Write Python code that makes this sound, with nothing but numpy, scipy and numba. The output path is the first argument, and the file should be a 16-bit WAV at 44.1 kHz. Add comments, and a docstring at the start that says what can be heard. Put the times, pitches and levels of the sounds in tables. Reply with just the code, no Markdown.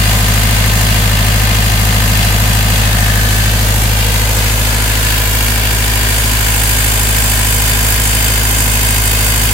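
"""A deep hum and steady clatter: a four-cylinder diesel generator at governed speed in an open steel housing.
Each firing gives a push of exhaust pressure, a knock of the block, a rattle and a spit of injector hiss.
The fan drones, panels buzz, valves tap and fuel pipes ring; walls and standing waves colour the clatter.
The microphone starts low beside the sump, then backs away and rises to face the injection pump."""
import sys
import numpy as np
from scipy import signal
from scipy.fft import rfft, irfft, next_fast_len
from scipy.io import wavfile
from numba import njit

SR = 44100
rng = np.random.default_rng(int(sys.argv[2]) if len(sys.argv) > 2 else 0)


def store_wav(level_fs):
    """Save 16-bit WAV to argv[1]."""
    pcm = np.round(np.clip(np.atleast_2d(level_fs), -1, 1) * 32767)
    wavfile.write(sys.argv[1], SR, pcm.T.astype(np.int16))


N = 420273
TIME = np.arange(N) / SR
FFT_SIZE = next_fast_len(N + 4096)
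BIN_HZ = np.maximum(np.arange(FFT_SIZE // 2 + 1) * SR / FFT_SIZE, 1)
FIRING_HZ = 52.91

# Cylinders in firing order. Each row: knock offset in dB, injector offset in dB.
CYLINDERS = [(0.2, -1.0), (-0.2, -1.7), (1.5, 0.4), (-0.8, 1.5)]
KNOCK_OFFSET_DB, INJECTOR_OFFSET_DB = np.transpose(CYLINDERS)
# Housing panels. Each row: order (multiple of the four-stroke cycle rate), dB at sump, door, pump.
PANEL_ORDERS = [(20, -47, -44, -41), (21, -49, -44, -41), (25, -42, -40, -43), (28, -47, -49, -45),
                (30, -44, -46, -40), (43, -43, -46, -54), (48, -43, -43, -44), (50, -50, -49, -44),
                (52, -41, -52, -44), (53, -41, -46, -44), (58, -41, -45, -49), (62, -49, -45, -43),
                (68, -43, -42, -44), (73, -47, -42, -48), (75, -46, -42, -37.8), (77, -40.5, -42.5, -39.5),
                (79, -41.5, -47, -47), (82, -48, -47, -43.5), (108, -50, -45, -41), (115, -44, -44, -43),
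                (118, -42, -43, -48), (119, -42, -43, -47), (121, -48, -44, -39), (128, -47, -41, -46),
                (129, -47, -43, -43), (135, -42, -47, -50)]


def from_db(db):
    """Decibels to gain."""
    return np.exp(np.asarray(db) * (np.log(10) / 20))


def unit_rms(x):
    """Scale to unit power."""
    return x / np.sqrt(np.mean(x ** 2) + 1e-20)


def phase_rad(turns):
    """Phase within the present turn."""
    return (2 * np.pi * (turns % 1)).astype(np.float32)


def over_time(rows):
    """One curve per column after the first, which is in seconds."""
    times_s, *columns = np.transpose(rows)
    return [np.interp(TIME, times_s, column) for column in columns]


def over_bins(points):
    """Join (Hz, dB) points on a log-frequency axis."""
    hz, db = np.transpose(points)
    return np.interp(np.log(BIN_HZ), np.log(hz), db)


def at_place(levels_db, place):
    """Gain from the levels at sump (place 0), door (1) and pump (2 and up)."""
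    return from_db(np.interp(place, np.arange(len(levels_db)), levels_db))


def pan(left_db):
    """Left and right gains for a level difference."""
    return from_db(np.array([[.5], [-.5]]) * left_db)


def drift(rate_hz):
    """Random wander of unit RMS."""
    knots = rng.standard_normal(4000)
    return unit_rms(np.interp(TIME * rate_hz, np.arange(len(knots)), knots))


def radiate(pair, colour_db):
    """Two unrelated signals become the direct and the scattered part of one coloured stereo sound."""
    # The housing scatters short waves. Each row: frequency in Hz, side minus mid in dB.
    scatter = [(60, -19), (110, -8), (200, -1), (380, -9), (700, -6.5), (1290, 2), (2380, 0), (15000, 0)]
    # Stereo balance. Each row: frequency in Hz, left minus right in dB.
    balance = [(100, 0.5), (700, 1), (1400, 0), (2300, 5.5), (3200, 4), (4500, 1), (7000, 3.5),
               (10000, 0.5), (14000, -3)]
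    mid, side = rfft(np.float32(pair), FFT_SIZE) * from_db(colour_db)
    side = side * from_db(over_bins(scatter))
    spectra = np.array([mid + side, mid - side]) * pan(over_bins(balance))
    out = irfft(spectra, FFT_SIZE)[:, :N]
    return out / np.std(out.mean(axis=0))


def contacts(firings, repeat, points=6672):
    """Metal contact noise: the share `repeat` of its power recurs every cycle, the rest is new."""
    spectrum = np.exp(2j * np.pi * rng.random((2, points // 4 + 1)))
    spectrum[:, [int(row[0]) for row in PANEL_ORDERS]] = 0  # the panels radiate these orders
    patterns = irfft(spectrum, points)
    position = firings / len(CYLINDERS) % 1 * points
    locked = unit_rms(np.array([np.interp(position, np.arange(points), p) for p in patterns]))
    return np.sqrt(repeat) * locked + np.sqrt(1 - repeat) * rng.standard_normal((2, N))


def bursts(firings, cylinder_db, at, rise, fall, uneven_db):
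    """One swell per firing; at, rise and fall are shares of the firing interval."""
    count = firings.astype(int)
    strength_db = np.take(cylinder_db, count, mode="wrap") + uneven_db * rng.standard_normal(1000)[count]
    since = firings % 1 - at
    return from_db(strength_db) * np.exp(-np.where(since < 0, since / rise, since / fall) ** 2)


def tones(turns, partials, place, waver_db, skew_rad):
    """Wavering partials of one rotation, each at a different phase left and right."""
    out = np.zeros((2, N))
    for order, *levels_db in partials:
        phase = phase_rad(order * turns + rng.random())
        skew = skew_rad * rng.choice([-1, 1])
        gain = at_place(levels_db, place) * from_db(waver_db * drift(12))
        out += gain * np.cos([phase + skew, phase - skew])
    return np.sqrt(2) * out


def crank(start=.55):
    """Running count of firings; the speed sags slightly until the governor catches it."""
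    # Speed sags. Each row: centre in seconds, depth in Hz, half-width in seconds.
    sags = [(2.3, .3, .12), (4.0, .19, .3), (7.45, .14, .45)]
    sag_hz = sum(depth_hz * np.exp(-((TIME - at_s) / half_s) ** 2) for at_s, depth_hz, half_s in sags)
    return start + np.cumsum(FIRING_HZ - sag_hz) / SR


def hum(firings, place, limp=.25, limp_at=.21):
    """Exhaust pressure pulses at each firing; unequal cylinders make its octave swell once a cycle."""
    tone = at_place((-14.5, -14.5, -16), place) * np.sin(2 * np.pi * firings)
    swell = 1 + limp * np.cos(2 * np.pi * (firings - limp_at) / len(CYLINDERS))
    octave = at_place((-15.5, -16.5, -20), place) * swell * np.sin(4 * np.pi * firings + .3)
    return np.sqrt(2) * (tone + octave) * pan(1.77)


def throb(firings, place, deep_at=2.71, boom_at=1.345, boom_order=12):
    """Unequal cylinders give a deep thump and a higher boom per cycle; the steel smears them in time."""
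    # Thump partials. Each row: order, relative dB at sump, door, pump.
    partials = [(2, -49, -51, -52), (3, -50, -49, -49), (5, -40, -41, -41), (6, -46, -46, -48),
                (10, -35.5, -34.5, -37), (11, -37, -36, -38.5), (12, -29, -37, -38), (13, -29, -32, -40),
                (14, -31.5, -35, -40.5), (15, -39.5, -41, -41.5), (16, -30.5, -33, -45),
                (17, -38, -40, -41), (19, -46, -44, -49)]
    dispersion_rad = .0907 * (1 + place)  # grows with distance
    out = 0
    for order, *levels_db in partials:
        thump_at = boom_at if order >= boom_order else deep_at  # firings into the cycle
        angle = phase_rad((firings - thump_at) / len(CYLINDERS))
        smear = dispersion_rad * (order - boom_order) ** 2
        out = out + at_place(levels_db, place) * np.cos(order * angle + smear)
    return np.sqrt(2) * out * from_db(-1 + .44 * drift(21)) * pan(1)


def fan(firings, place, blades_per_firing=4.478):
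    """The cooling fan drones, belted to the crank; the belt slips a little."""
    # Blade tones. Each row: multiple of the blade rate, dB at sump, door, pump.
    partials = [(1, -29.5, -32.5, -31.5), (2, -38.5, -35.5, -37.5), (3, -38.5, -42, -46.5),
                (4, -46, -58, -44)]
    blades = blades_per_firing * firings + .059 * drift(5)
    return tones(blades, partials, place, waver_db=1.22, skew_rad=.31)


def panels(firings, place):
    """Each housing panel buzzes at one engine order."""
    return tones(firings / len(CYLINDERS), PANEL_ORDERS, place, waver_db=2.13, skew_rad=.16)


def air():
    """A steady low rush of air."""
    # Air spectrum. Each row: frequency in Hz, relative density in dB.
    spectrum = [(15, -1), (30, 0), (70, 3.5), (130, 8.5), (180, 8), (260, -8.5), (400, -11), (800, -4),
                (2000, -69)]
    return radiate(rng.standard_normal((2, N)), over_bins(spectrum))


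def block_drone(firings):
    """The low modes of the block ring on from one firing to the next."""
    # Block spectrum. Each row: frequency in Hz, relative density in dB.
    spectrum = [(200, -51), (265, -2), (350, -3.5), (450, -2.5), (550, 1.5), (720, 0), (850, -0.5),
                (1030, -5), (1200, 1.5), (1700, -23.5)]
    swell = bursts(firings, KNOCK_OFFSET_DB, at=.47, rise=.1, fall=.41, uneven_db=1.5)
    return radiate(contacts(firings, repeat=.68) * (1 + .6 * swell), over_bins(spectrum))


def knock(firings):
    """Combustion strikes the block abruptly, in nearly the same way every cycle."""
    # Knock spectrum. Each row: frequency in Hz, relative density in dB.
    spectrum = [(600, -3.5), (900, -11), (1120, 5), (1300, 1.5), (1550, 7), (1800, 0.5), (2000, -1),
                (2500, -10), (4000, -19.5)]
    swell = bursts(firings, KNOCK_OFFSET_DB, at=.52, rise=.1, fall=.34, uneven_db=1.3)
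    return radiate(contacts(firings, repeat=.74) * (1 + 1.8 * swell), over_bins(spectrum))


def rattle(firings):
    """Valve gear and pistons clatter, hardest just after each firing."""
    # Rattle spectrum. Each row: frequency in Hz, relative density in dB.
    spectrum = [(1200, -13), (1800, -1), (2100, 0.5), (2900, 0.5), (3600, -2), (4200, -2.5), (4750, -2),
                (5400, -10.5), (6200, -54), (8000, -46)]
    swell = bursts(firings, KNOCK_OFFSET_DB, at=.51, rise=.15, fall=.27, uneven_db=1.6)
    clatter = contacts(firings, repeat=.25) * (1 + .5 * swell)
    return radiate(clatter, over_bins(spectrum)) * from_db(.6 * drift(9.2))


def injectors(firings, spit_db_per_octave=4):
    """Each injection is a short, bright spit over a steady hiss."""
    # Hiss spectrum. Each row: frequency in Hz, relative density in dB.
    spectrum = [(4000, -6), (5700, 1), (6300, 3.5), (7000, 4), (8600, 1.5), (9400, 2), (10300, -1.5),
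                (11400, 1), (12600, -0.5), (14000, -2), (16000, -4.5)]
    hiss_db = over_bins(spectrum)
    spit_db = hiss_db + spit_db_per_octave * np.log2(BIN_HZ / 9000)
    swell = bursts(firings, INJECTOR_OFFSET_DB, at=.56, rise=.15, fall=.25, uneven_db=.85)
    spits = radiate(contacts(firings, repeat=.14) * swell, spit_db)
    hiss = radiate(contacts(firings, repeat=.067), hiss_db)
    return spits * from_db(-5.8 + .8 * drift(18)) + hiss * from_db(-1.7 + .7 * drift(18))


def pump(firings, grain_db=.5):
    """Heard in a straight line, the injection pump's spits start abruptly and are bright."""
    # Pump spectrum. Each row: frequency in Hz, relative density in dB.
    spectrum = [(5400, -16.5), (7000, -7), (9800, -6), (10400, -4), (11000, 3.5), (11600, 4.5), (12200, -1),
                (13100, 2), (15500, 1.5)]
    swell = bursts(firings, INJECTOR_OFFSET_DB, at=.47, rise=.08, fall=.38, uneven_db=2.2)
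    grains = contacts(firings, repeat=.14) * from_db(-grain_db * rng.standard_normal(N))
    return radiate(grains * (.54 + swell), over_bins(spectrum)) * from_db(drift(20))


def pipes(firings):
    """Each injection sets the steel fuel pipes ringing."""
    # Pipe modes. Each row: frequency in Hz, width in Hz, relative level in dB.
    modes = [(6530, 200, -3), (7370, 540, 2), (8260, 340, 3), (9000, 300, 1), (9750, 520, 0.5)]
    power = sum(from_db(db) ** 2 / (1 + (2 * (BIN_HZ - hz) / width_hz) ** 2) for hz, width_hz, db in modes)
    swell = bursts(firings, INJECTOR_OFFSET_DB, at=.55, rise=.14, fall=.3, uneven_db=2.2)
    drive = contacts(firings, repeat=.23) * (1.3 + swell)
    return radiate(drive, 10 * np.log10(power)) * from_db(1.04 * drift(15))


def taps(firings, place, half_band_octaves=.3):
    """Pistons, valves and needles strike at set crank angles, each with a very short ring."""
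    # Each row: firings into the cycle, centre in Hz, ring in seconds, relative dB at sump, door, pump.
    strikes = [(0.01, 9000, .0009, -45, -48, -46), (0.5, 1400, .0012, -38, -39, -43),
               (0.52, 13000, .0009, -55, -52, -39), (1.4, 11000, .0009, -46, -45, -42),
               (1.45, 2700, .003, -35, -40, -41), (2.46, 2700, .002, -39, -42, -35),
               (2.53, 1400, .0012, -34, -39, -42), (3.55, 1900, .002, -38, -37, -42),
               (3.66, 8500, .0009, -44, -45, -38)]
    grains = contacts(firings, repeat=.46)
    out = 0
    for at, hz, ring_s, *levels_db in strikes:
        since_s = (firings - at) % len(CYLINDERS) / FIRING_HZ
        decay = np.exp(-np.minimum(since_s / ring_s, 20))
        snap = grains * decay * from_db(1.6 * drift(14))
        edges_hz = hz * 2.0 ** np.array([-half_band_octaves, half_band_octaves])
        ring = signal.lfilter(*signal.butter(1, edges_hz, "band", fs=SR), snap)
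        out = out + at_place(levels_db, place) * unit_rms(ring)
    return from_db(-1) * out


def walls(x, place):
    """Close steel walls comb the clatter; the comb shifts as the microphone moves."""
    # Reflections. Each row: delay at the sump in ms, change in ms per place step, relative gain.
    reflections = [(1.45, .3, .17), (2.65, -.3, -.22), (6.1, -.45, .19), (17.8, .7, -.2)]
    out = x.copy()
    for delay_ms, change_ms, gain in reflections:
        emitted_s = TIME - (delay_ms + change_ms * place) / 1000
        out += gain * np.array([np.interp(emitted_s, TIME, side) for side in x])
    return out * np.std(x) / np.std(out)


@njit
def resonate(x, step, damping):
    """Unit-gain resonance; moving centre (step) and width (damping) in radians per sample."""
    out = np.empty_like(x)
    for side in range(len(x)):
        low = band = 0.
        for i in range(len(step)):
            out[side, i] = band
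            low += step[i] * band
            band += damping * (x[side, i] - band) - step[i] * low
    return out


def cavity(x, place):
    """Standing waves in the housing colour the sound near the microphone; some glide as it passes."""
    # Each row: frequency in Hz, glide in Hz per place step, width in Hz, lift in dB,
    # place where strongest, reach in place steps.
    standing_waves = [(360, 0, 90, -4.5, 2.7, 1), (500, 80, 60, 5.5, 1.4, .55), (710, 0, 60, 4.5, 0.2, .55),
                      (925, 150, 75, 6.5, 1.45, .45), (1030, 0, 45, 5, 0, .5), (1005, 0, 50, 4, 2.6, 1),
                      (1190, 55, 150, -5, 2.2, 1.5), (1420, 0, 90, -5, 0, .45), (1400, 40, 64, 6, 1.8, .5),
                      (1565, 0, 65, 7, .7, .65), (1600, 0, 80, 7, 2.65, .6), (1710, 0, 50, 10, .5, .28),
                      (1785, 0, 70, 5, .25, .5), (1705, -30, 55, 6, 2.1, .6), (2150, 0, 70, 4, 2.8, .6),
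                      (2000, 0, 90, -3, 2.9, .8), (2430, 0, 200, -4, .7, .3), (4730, 0, 440, 1.5, 3, .6),
                      (4170, 0, 300, -9, 3.1, .7)]
    for hz, glide_hz, width_hz, lift_db, strongest, reach in standing_waves:
        away = place - strongest
        step = 2 * np.sin(np.pi * (hz + glide_hz * away) / SR)
        lift = from_db(lift_db * np.exp(-(away / reach) ** 2))
        x = x + (lift - 1) * resonate(x, step, 2 * np.pi * width_hz / SR)
    return x


def scene():
    """The crankshaft times the engine's sounds; the microphone's place sets the balance."""
    # Microphone path. Each row: time in seconds, place (0 sump, 1 door, 2 to 3 along the pump).
    path = [(0, 0), (2.7, 0.12), (3.8, 1), (4.6, 1.7), (5.6, 2.5), (9.5, 3)]
    # Line of sight to the microphone. Each row: time in seconds, pump gain, pipe gain.
    exposure = [(3.9, 0.25, 0.17), (4.8, 0.41, 0.41), (5.3, 0.84, 0.29), (5.9, 0.56, 0.47),
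                (6.5, 0.97, 0.97), (9.5, 0.94, 1.03)]
    place, = over_time(path)
    pump_view, pipes_view = over_time(exposure)
    firings = crank()
    tonal = hum(firings, place) + throb(firings, place) + fan(firings, place) + panels(firings, place)
    rush = at_place((-29.5, -31, -33), place) * air()
    block = at_place((-27.5, -28, -29), place) * block_drone(firings)
    block += at_place((-29.5, -34.5, -32), place) * knock(firings)
    valves = at_place((-22, -23.5, -22.5), place) * rattle(firings)
    fuel = from_db(-22) * injectors(firings) * pan(-4)
    fuel += from_db(-23.5) * pump_view * pump(firings) * pan(-8)
    fuel += from_db(-23.5) * pipes_view * pipes(firings) * pan(-4)
    clatter = block + taps(firings, place) + walls(valves + fuel, place)
    return tonal + rush + cavity(clatter, place)


def record(dry, cutoff_hz=15800):
    """Clip at full scale, then cut the top steeply."""
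    lowpass = 1 / np.sqrt(1 + (BIN_HZ / cutoff_hz) ** 600)
    return irfft(rfft(np.clip(dry, -1, 1), FFT_SIZE) * lowpass, FFT_SIZE)[:, :N]


dry = scene()
out = record(dry)
store_wav(out)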